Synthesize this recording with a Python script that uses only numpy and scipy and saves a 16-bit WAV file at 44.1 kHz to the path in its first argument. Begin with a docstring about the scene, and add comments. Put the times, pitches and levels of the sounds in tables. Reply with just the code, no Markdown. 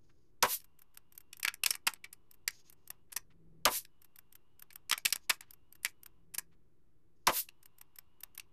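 """A hand brushes a rifle stock over low outdoor rumble; then an air rifle cracks, close to the microphone.
It fires three times from a wooden bench under a roof at an outdoor range. Each shot is a hammer crack,
two puffs of air and the hiss of the valve chamber refilling; between shots the steel bolt is worked.
Nearby a chronograph printer ticks in pairs and whines faintly as it feeds its paper.
The roof returns one quick echo, and a low hum swells twice in the distance. One microphone, mono."""
import sys
import numpy as np
from scipy import signal
from scipy.fft import rfft, irfft
from scipy.io import wavfile

SR = 44100
rng = np.random.default_rng(int(sys.argv[2]) if len(sys.argv) > 2 else 0)


def digitize_waveform(pressure):
    """Quantize a signal to 16-bit integers and store it at the path in sys.argv[1].

    Rows of a 2-D input are taken as channels; values are limited to [-1, 1].
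    """
    field = np.atleast_2d(pressure).T
    bounded = np.clip(field, -1, 1)
    quanta = np.round(bounded * 32767).astype(np.int16)
    wavfile.write(sys.argv[1], SR, quanta)


N = 375732
TIME = np.arange(N) / SR
AGE = TIME[:16384]   # seconds since the start of one event
CUTOFF_HZ = 14250

# The shots: (time [s], crack [dB], blast [dB], bench kick [dB], refill [s], hiss [dB], whistle [dB])
SHOTS = [(0.425, -18, -20, -39, 0.13, -33, -35), (3.6522, -17, -19.5, -33.5, .133, -33, -44),
         (7.2690, -19.5, -19.5, -34, 0.14, -33, -33)]
# Air leaves the muzzle twice as the hammer bounces on the valve: (delay [s], level re the blast [dB])
VALVE_PUFFS = [(.0044, 0), (.0225, -6.5)]
# Spectra of hammer crack, muzzle blast and refill hiss: (frequency [Hz], level [dB])
CRACK_COLOUR = [(300, -18.5), (1000, -3.5), (2500, -1.5), (5500, 5), (8000, -2.5), (11000, 0),
                (14000, -7.5)]
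BLAST_COLOUR = [(40, -13.5), (150, -13.5), (300, -13), (500, -1.5), (700, 0.5), (1050, 7.5), (1500, 0),
                (2800, -5.5), (4500, -9), (8000, -15.5), (14000, -18)]
REFILL_COLOUR = [(400, -24.5), (1000, -14), (2000, -6.5), (3200, -4.5), (5200, -2), (8000, -4),
                 (10500, 0.5), (12500, 2), (14000, -4.5)]
# Decay of the blast: (frequency [Hz], T60 [s])
BLAST_T60 = [(100, .17), (500, 0.06), (1000, 0.1), (2500, 0.076), (6000, 0.096), (14000, .11)]
# Resonances of the blast: (frequency [Hz], width [Hz], boost [dB])
BLAST_PEAKS = [(500, 28, -2), (640, 60, 0), (870, 60, -1.5), (1010, 60, 0), (1130, 210, 2), (1550, 140, 2),
               (2110, 220, 6.5), (2880, 480, 6.5)]
# Stock and bench top, knocked by each puff: (frequency [Hz], relative level [dB], T60 [s])
BENCH_MODES = [(82, -27, 0.05), (146, -23.5, .12), (219.4, -22, 0.037), (362, -19, 0.04), (491.4, -16, .14),
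               (599, -15.5, 0.061), (677, -8.5, 0.04), (894, -11, .12), (1000, -9.5, 0.14),
               (1120, -16, 0.18)]
# The regulator opens gradually and shuts fast; shares are of the refill time.
HALF_OPEN_SHARE, OPENING_STEEPNESS, SHUT_SHARE, SHUT_DB_PER_S = .56, 3.6, .95, 580

# Trigger, safety and bolt clacks, with a few stray printer ticks: (time [s], level [dB], part)
# Each "click" row is a stray tick, and so is the "slide" at 4.7033 s.
CLACKS_AND_TICKS = [(.601, -53, "latch"), (1.3289, -41, "trigger"), (1.4286, -30.5, "latch"),
                    (1.4475, -22, "lift"), (1.4775, -24, "stop"), (1.54, -37.5, "tap"),
                    (1.6345, -22.5, "catch"), (1.6605, -17.5, "sear"), (1.7052, -21.5, "magazine"),
                    (1.7365, -41, "stop"), (1.7526, -34.5, "tap"), (1.8675, -24, "catch"),
                    (1.8715, -21.5, "slam"), (1.9359, -39, "tap"), (2.0407, -41, "slide"),
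                    (2.127, -43, "click"), (2.4772, -22, "lock"), (2.5058, -49, "latch"),
                    (3.1195, -47, "click"), (3.125, -41, "click"), (3.162, -28.5, "safety"),
                    (3.8485, -49.5, "trigger"), (4.7033, -53, "slide"), (4.8952, -32, "latch"),
                    (4.9123, -21, "lift"), (4.9259, -22, "stop"), (4.9772, -32.5, "tap"),
                    (5.0506, -25.5, "catch"), (5.0565, -18, "sear"), (5.1015, -43, "latch"),
                    (5.1242, -21, "magazine"), (5.1575, -31, "tap"), (5.2942, -25.5, "catch"),
                    (5.2984, -20, "slam"), (5.4072, -41, "tap"), (5.8309, -47, "click"),
                    (5.8476, -22, "lock"), (5.8573, -33.5, "slide"), (6.3385, -46, "click"),
                    (6.345, -35.5, "click"), (6.3808, -28.5, "safety"), (7.4871, -45, "trigger"),
                    (8.3961, -39, "trigger")]
# Each part's voice; bounce and thud are relative to its clack or stray tick:
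# part: (contact time [s], bass [dB], treble [dB], resonance [Hz], bounce [dB], thud [dB])
PARTS = {"latch": (.0026, -2, 4.5, 5600, -30, -42), "catch": (.0032, 1.5, 4, 2800, -14, -32),
         "lift": (.0023, 3, -6.5, 2240, -14, -29), "stop": (.0032, 1, -11, 1380, -17, -42),
         "sear": (.0023, -3, -2, 2600, -21, -33), "magazine": (.0027, 3, 5, 5500, -12, -31),
         "slam": (.0042, 8, -8.5, 1050, -21, -28), "lock": (.002, -1, -1.5, 2150, -16, -33),
         "tap": (.0018, 15, 10, 2230, -20, -36), "slide": (.0035, 7, -4.5, 2280, -9, -40),
         "safety": (.0038, 15, 12.5, 5880, -12, -38), "trigger": (.0025, -4, -4, 2750, -22, -38),
         "click": (.0028, 10, 11, 9600, -13, -40)}
BOUNCE_DELAY_RANGE_S, BOUNCE_DULL_DB = (.005, .011), 7
# Steel barrel and action: (frequency [Hz], relative level [dB], T60 [s])
RIFLE_MODES = [(1044, -24.5, 0.14), (1620, 16.5, .06), (1550, -12, .065), (1690, -4.5, 0.027),
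               (1960, -40, .056), (2540, -26.5, 0.035), (3230, -37.5, 0.22), (3020, -33.5, 0.099),
               (3870, -29.5, .09), (5000, -25, .12), (5800, -30.5, .12), (6330, -15, .07)]
# The hammer spring is stretched and let go: (time [s], level [dB], swell time [s])
SPRING_BUZZES = [(1.655, -48.5, .022), (1.700, -52.5, 0.019), (1.872, -51.5, .018), (5.052, -44.5, 0.02),
                 (5.300, -51.5, 0.023), (5.858, -57.5, .02)]
# The stock kicks the bench, then settles: (delay [s], level re the kick [dB], contact time [s])
RECOIL = [(.005, 0, .015), (.055, -11, .0048)]
# Spectra of clack, spring and bench knock, and the bags' softening of a thud: (frequency [Hz], level [dB])
CLACK_COLOUR = [(120, -25), (300, -22), (600, -21), (1000, -9), (1600, -5), (2500, 3), (3800, -2.5),
                (5300, 1.5), (6600, -4.5), (8200, -1), (9200, -2.5), (11000, -1), (14000, -6.5)]
SPRING_COLOUR = [(1000, -11.5), (3000, -5.5), (5500, -1), (8000, 1.5), (11000, -2.5), (14000, -3)]
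KNOCK_COLOUR = [(40, -7), (120, -7), (220, -4.5), (350, -0.5), (520, 2.5), (750, 0), (1100, -11.5),
                (2500, -36.5), (14000, -61.5)]
THUD_TILT = [(120, 7), (250, 3), (550, -6)]

# A hand slides along the stock: (start [s], stop [s], level [dB])
STROKES = [(0, .3, -84.5), (2.51, 2.6, -64), (2.64, 2.68, -65), (2.76, 2.87, -87), (4.94, 5.0, -66),
           (5.2, 5.24, -71), (7.15, 7.26, -88)]
# Thin squeaks of skin on the stock: (frequency [Hz], width [Hz], boost [dB])
SQUEAKS = [(4900, 400, 6), (6550, 350, 9)]
# The rifle shifts on its bags: (time [s], level [dB], swell time [s])
SCUFFS = [(.092, -71, 0.0082), (1.955, -64, 0.007), (2.04, -64.5, 0.015), (3.095, -75, .008),
          (3.3, -70.5, 0.012), (5.412, -62, 0.014), (5.45, -78, 0.032), (6.51, -76.5, 0.017)]
# Spectra of rubbing skin and scuffing cloth: (frequency [Hz], level [dB])
RUB_COLOUR = [(1500, -13), (3200, -5), (5000, -0.5), (6800, -3), (8000, -13.5), (14000, -15)]
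SCUFF_COLOUR = [(200, -18), (1000, 10), (2400, 10.5), (4500, 1.5), (7000, -9), (14000, -24)]

# The paper feed's pawl catches, then lets go: (time [s], catch [dB], release [dB])
FEED_STEPS = [(.615, -62, -56), (.79, -56, -52), (.9445, -62, -43.5), (1.1225, -54, -59),
              (1.1771, -39.5, -55), (1.3691, -47.5, -44), (2.3115, -49.5, -58), (2.6976, -49, -55),
              (2.8748, -47, -35), (4.0178, -54, -55), (4.1589, -50, -47), (4.3247, -52, -48.5),
              (4.5941, -50, -43.5), (4.7284, -50, -40), (5.5066, -45, -51), (5.7245, -47.5, -55),
              (6.032, -45, -44), (7.6285, -55, -50.5), (7.784, -54, -45), (7.958, -51, -41),
              (8.2054, -49.5, -37), (8.3485, -51.5, -38)]
# The pawl's two voices: (contact time [s], bass [dB], treble [dB], resonance [Hz])
PAWL_CATCH, PAWL_RELEASE = (.0017, -10, 0, 9550), (.0023, -1, -3, 9800)
PAWL_TRAVEL_S, SCRAPE_S, SCRAPE_DB = .0277, .007, -66
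# The printer motor runs after each shot: (start [s], stop [s], level [dB])
PRINT_RUNS = [(.6, 3.0, -85), (3.85, 6.2, -85), (7.45, 8.6, -82.5)]
# Spectra of pawl, plastic case and gears, and the paper's duller tilt: (frequency [Hz], level [dB])
TICK_COLOUR = [(400, -26), (900, -12.5), (1600, -7.5), (2600, -10.5), (4000, -16.5), (5400, -9),
               (6600, -13), (8200, -6.5), (10000, -8), (11000, -12), (12800, 4), (14000, 0)]
CASE_COLOUR = [(400, -17), (1050, 0.5), (1700, -13), (2800, -10.5), (4500, -19), (14000, -37)]
GEAR_COLOUR = [(500, -5), (1050, 9.5), (1700, -8), (2900, -1.5), (4200, -11), (8000, -24), (14000, -17.5)]
SCRAPE_TILT = [(3000, 0), (13000, -6)]

# Spectrum of the scattered tail under the roof: (frequency [Hz], level [dB])
SHELTER_COLOUR = [(100, -9.5), (500, 9), (1200, 9), (3000, 1), (6000, 1.5), (10000, -8), (14000, -6)]
# Decay of that tail: (frequency [Hz], T60 [s])
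SHELTER_T60 = [(100, .14), (1000, .12), (4000, .12), (14000, .1)]
# Spectra of the open air's rumble and far hiss: (frequency [Hz], level [dB])
RUMBLE_COLOUR = [(10, 5), (30, 2.5), (60, -1), (130, -1.5), (200, -10), (270, -10), (340, -5), (400, -9),
                 (480, -16.5), (650, -27.5), (1200, -35.5), (3000, -50.5), (14000, -72)]
FAR_HISS_COLOUR = [(300, 2.5), (1100, 8), (2500, -1), (5000, -6.5), (9000, -6.5), (14000, -5.5)]
# The wind's rumble rises and falls: (time [s], relative level [dB])
WIND = [(0.0, -70), (0.45, -72), (0.83, -77), (1.54, -72), (2.28, -73), (3.2, -71), (3.58, -65),
        (3.92, -76), (6.5, -71), (6.76, -73), (7.97, -76), (8.52, -72)]
# The distant hum swells: (peak time [s], level [dB], rise [s], fall [s])
HUM_SWELLS = [(3.55, -67, .3, .15), (6.45, -77, .25, .15)]


def shots(crack_s, rise_s, hold_s, tail_share):
    """At the bench, the hammer cracks on the valve; each puff builds, holds briefly and dies away."""
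    out = np.zeros(N)
    valve_open = tail_share + (1 - tail_share) / (1 + (AGE / hold_s) ** 4)
    attack = 1 - np.exp(-AGE / rise_s)
    for s, crack_db, blast_db, *_ in SHOTS:
        add(out, s, from_db(crack_db) * contact(crack_s, .92, CRACK_COLOUR))
        for delay, db in VALVE_PUFFS:
            blast = dying(noise(len(AGE), BLAST_COLOUR, peaks=BLAST_PEAKS), BLAST_T60) * valve_open
            add(out, s + delay, from_db(blast_db + db) * (blast + ringing(BENCH_MODES)) * attack)
    return out


def refills(whistle_hz, sag_hz, waver_hz, flutter_db):
    """Air hisses through the regulator; a thin whistle sinks as the pressures even out."""
    out = np.zeros(N)
    for s, *_, length, hiss_db, whistle_db in SHOTS:
        progress = AGE / length
        opening = (progress / HALF_OPEN_SHARE) ** OPENING_STEEPNESS
        shut_db = SHUT_DB_PER_S * np.maximum(AGE - SHUT_SHARE * length, 0)
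        flow = opening / (1 + opening) * from_db(flutter_db * drift(len(AGE), 740) - shut_db)
        hiss = noise(len(AGE), REFILL_COLOUR)
        thin = signal.sosfilt(signal.butter(1, 5000, "high", fs=SR, output="sos"), hiss)
        closing = np.clip((progress - .8) / .15, 0, 1)
        hiss += closing * (thin - hiss)   # the narrowing gap loses its low notes
        whistle = tone(whistle_hz - sag_hz * np.minimum(progress, .9) + waver_hz * drift(len(AGE), 600))
        add(out, s, flow * (from_db(hiss_db) * hiss + from_db(whistle_db) * flow * whistle))
    return out


def clacks_and_ticks(ring_db):
    """Each rifle clack or stray printer tick bounces once, softer and duller, and rings the same modes."""
    hits = np.zeros(N)
    for s, db, part in CLACKS_AND_TICKS:
        length, bass_db, treble_db, hz, bounce_db, _ = PARTS[part]
        bounce_s = rng.uniform(*BOUNCE_DELAY_RANGE_S)
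        for delay, drop_db, dull_db in ((0, 0, 0), (bounce_s, bounce_db, BOUNCE_DULL_DB)):
            voice = (length, bass_db, treble_db - dull_db, hz)
            hit = strike(voice, CLACK_COLOUR, grain_db=4, width_hz=200, peak_db=11)
            add(hits, s + delay, from_db(db + drop_db) * hit)
    return hits + from_db(ring_db) * signal.oaconvolve(hits, ringing(RIFLE_MODES))[:N]


def knocks(thud_s):
    """The wooden bench top thuds dully under each recoil, clack and stray tick."""
    out = np.zeros(N)
    for s, _, _, kick_db, *_ in SHOTS:
        for delay, db, length in RECOIL:
            add(out, s + delay, from_db(kick_db + db) * contact(length, 1, KNOCK_COLOUR))
    for s, db, part in CLACKS_AND_TICKS:
        *_, thud_db = PARTS[part]
        add(out, s, from_db(db + thud_db) * contact(thud_s, 1, KNOCK_COLOUR, THUD_TILT))
    return out


def spring(grain_db):
    """The hammer spring's coils chatter against their guide."""
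    out = np.zeros(N)
    for s, db, length in SPRING_BUZZES:
        add(out, s, from_db(db) * contact(length, grain_db, SPRING_COLOUR))
    return out


def handling(grain_db, fade_db_per_s):
    """Close up, skin rubs on the stock, each stroke easing off, and cloth scuffs underneath."""
    pressure = np.zeros(N)
    for start, stop, db in STROKES:
        easing_db = fade_db_per_s * np.maximum(TIME - start, 0)
        pressure += from_db(db - easing_db) * gate(start, stop, ramp_s=.03)
    out = pressure * from_db(grain_db * drift(N, 70)) * noise(N, RUB_COLOUR, peaks=SQUEAKS)
    for s, db, length in SCUFFS:
        add(out, s, from_db(db) * contact(length, grain_db, SCUFF_COLOUR))
    return out


def paper_feed(case_db, case_t60):
    """In the printer the pawl ticks, paper scrapes at each touch and the case rattles on release."""
    ticks, shake = np.zeros(N), np.zeros(N)
    rattle = from_db(-60 * AGE / case_t60) * np.minimum(AGE / SCRAPE_S, 1)
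    for s, catch_db, release_db in FEED_STEPS:
        for delay, db, voice in ((0, catch_db, PAWL_CATCH), (PAWL_TRAVEL_S, release_db, PAWL_RELEASE)):
            tick = strike(voice, TICK_COLOUR, grain_db=2.5, width_hz=480, peak_db=7)
            scrape = contact(SCRAPE_S, 4, TICK_COLOUR, SCRAPE_TILT)
            add(ticks, s + delay, from_db(db) * tick)
            add(ticks, s + delay - SCRAPE_S / 2, from_db(SCRAPE_DB) * scrape)
        add(shake, s + PAWL_TRAVEL_S, from_db(release_db + case_db) * rattle)
    return ticks + shake * noise(N, CASE_COLOUR)


def motor(whine_hz, whine_db, sag_hz, waver_hz, unsteady_db, hold_s, recover_s):
    """The printer's geared motor whirrs; its whine sags as the pawl pulls, stays low, then recovers."""
    running = sum(from_db(db) * gate(start, stop, ramp_s=.07) for start, stop, db in PRINT_RUNS)
    pull = np.minimum(AGE / PAWL_TRAVEL_S, 1) * np.exp(-np.maximum(AGE - hold_s, 0) / recover_s)
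    load = np.zeros(N)
    for s, *_ in FEED_STEPS:
        add(load, s, pull)
    whine = tone(whine_hz - sag_hz * np.minimum(load, 1) + waver_hz * drift(N, 25))
    return running * (from_db(whine_db + unsteady_db * drift(N, 4.7)) * whine + noise(N, GEAR_COLOUR))


def shelter(direct, echo_s, echo_db, tail_db, build_s):
    """The microphone gets the direct sound, one roof echo and a short tail from bench and slab."""
    scatter = dying(noise(len(AGE), SHELTER_COLOUR), SHELTER_T60)
    response = from_db(tail_db) * scatter * (1 - np.exp(-AGE / build_s))
    delayed = np.interp(TIME - echo_s, TIME, direct)
    echo = signal.sosfilt(signal.butter(1, 6000, fs=SR, output="sos"), delayed)
    return direct + from_db(echo_db) * echo + signal.oaconvolve(direct, response)[:N]


def open_air(rumble_db, hum_hz, hum_db, hiss_db):
    """Beyond the roof: low wind rumble, faint hiss and a distant, wavering hum."""
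    wind_db = np.interp(TIME, *np.transpose(WIND))
    rumble = from_db(rumble_db + wind_db) * noise(N, RUMBLE_COLOUR)
    swells = np.zeros(N)
    for s, db, rise, fall in HUM_SWELLS:
        width = np.where(TIME < s, rise, fall)
        swells += from_db(db) * np.exp(-((TIME - s) / width) ** 2)
    hum = (from_db(hum_db) + swells) * from_db(1.5 * drift(N, 4.9)) * tone(hum_hz + 3 * drift(N, 5))
    return rumble + hum + from_db(hiss_db) * noise(N, FAR_HISS_COLOUR)


def strike(voice, colour, grain_db, width_hz, peak_db):
    """One contact of a part, with its own length, brightness and resonance."""
    length, bass_db, treble_db, hz = voice
    tilt = [(900, bass_db), (3300, 0), (10000, treble_db)]
    return contact(length, grain_db, colour, tilt, peaks=[(hz, width_hz, peak_db)])


def contact(swell_s, grain_db, *colours, peaks=()):
    """Surfaces chatter against each other: an uneven burst that swells and stops."""
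    progress = AGE[:4096] / swell_s
    swell = progress * np.exp((1 - progress ** 2) / 2)
    burst = noise(len(swell), *colours, peaks=peaks) * swell * from_db(grain_db * drift(len(swell), 1400))
    return rms_one(burst) * np.sqrt(np.mean(swell ** 2))


def ringing(modes):
    """Struck modes dying away, neighbours in opposite sign."""
    return sum((-1) ** k * from_db(db - 60 * AGE / t60) * np.sin(2 * np.pi * hz * AGE)
               for k, (hz, db, t60) in enumerate(modes))


def dying(x, t60s):
    """Each octave of x dies away at its own rate."""
    hz, spectrum = np.fft.rfftfreq(len(x), 1 / SR), rfft(x)
    centres = np.geomspace(100, 12800, 8)
    shares = [at_hz(list(zip(centres, row)), hz) for row in np.eye(len(centres))]
    return sum(irfft(spectrum * share, len(x)) * from_db(-60 * AGE / at_hz(t60s, centre))
               for centre, share in zip(centres, shares))


def noise(size, *colours, peaks=()):
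    """Noise of rms 1 with the given spectra and resonances."""
    hz = np.fft.rfftfreq(size, 1 / SR)
    db = sum(at_hz(colour, hz) for colour in colours)
    db += sum(boost / (1 + (2 * (hz - centre) / width) ** 2) for centre, width, boost in peaks)
    phases = np.exp(2j * np.pi * rng.random(len(hz)))
    return rms_one(irfft(from_db(db) * (hz < CUTOFF_HZ) * phases, size))


def tone(hz):
    """A sine of rms 1 that follows a pitch curve."""
    return np.sqrt(2) * np.sin(2 * np.pi * np.cumsum(hz) / SR)


def drift(size, rate_hz):
    """A random wander of spread about 1."""
    return np.interp(np.arange(size) * rate_hz / SR, np.arange(4096), rng.standard_normal(4096))


def gate(start, stop, ramp_s):
    """Rise from start, hold until stop, then fall."""
    return np.clip(np.minimum(TIME - start, stop + ramp_s - TIME) / ramp_s, 0, 1)


def at_hz(points, hz):
    """Read a curve on a log-frequency axis."""
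    frequencies, values = np.transpose(points)
    return np.interp(np.log(hz + 1), np.log(frequencies), values)


def add(track, s, sound):
    """Mix a sound in at time s."""
    i = round(s * SR)
    track[i:i + len(sound)] += sound[:N - i]


def from_db(db):
    """Decibels to gain."""
    return 10 ** (np.asarray(db) / 20)


def rms_one(x):
    """Scale to rms 1."""
    return x / np.sqrt(np.mean(x ** 2) + 1e-20)


def scene():
    """Rifle and printer near the microphone under the roof, the open air behind."""
    bench = clacks_and_ticks(ring_db=-58) + spring(grain_db=3.5) + knocks(thud_s=.004)
    bench += handling(grain_db=3, fade_db_per_s=28)
    bench += shots(crack_s=.0025, rise_s=.00068, hold_s=.022, tail_share=.1)
    bench += refills(whistle_hz=13830, sag_hz=330, waver_hz=60, flutter_db=.8)
    printer = paper_feed(case_db=-28, case_t60=.18)
    printer += motor(whine_hz=2925, whine_db=-8, sag_hz=165, waver_hz=16, unsteady_db=2.5,
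                     hold_s=.085, recover_s=.06)
    bench = shelter(bench, echo_s=.0095, echo_db=-18, tail_db=-45, build_s=.002)
    printer = shelter(printer, echo_s=.008, echo_db=-20, tail_db=-52, build_s=.002)
    return (bench + printer + open_air(rumble_db=1.8, hum_hz=167, hum_db=-86, hiss_db=-88))[None]


def record(dry):
    """After the microphone, peaks are rounded, the top is cut and the converter sits slightly off zero."""
    ceiling, offset = .3, -.0012
    rounded = ceiling * np.tanh(dry / ceiling)
    return signal.sosfilt(signal.ellip(10, .3, 70, CUTOFF_HZ, fs=SR, output="sos"), rounded) + offset


dry = scene()
out = record(dry)
digitize_waveform(out)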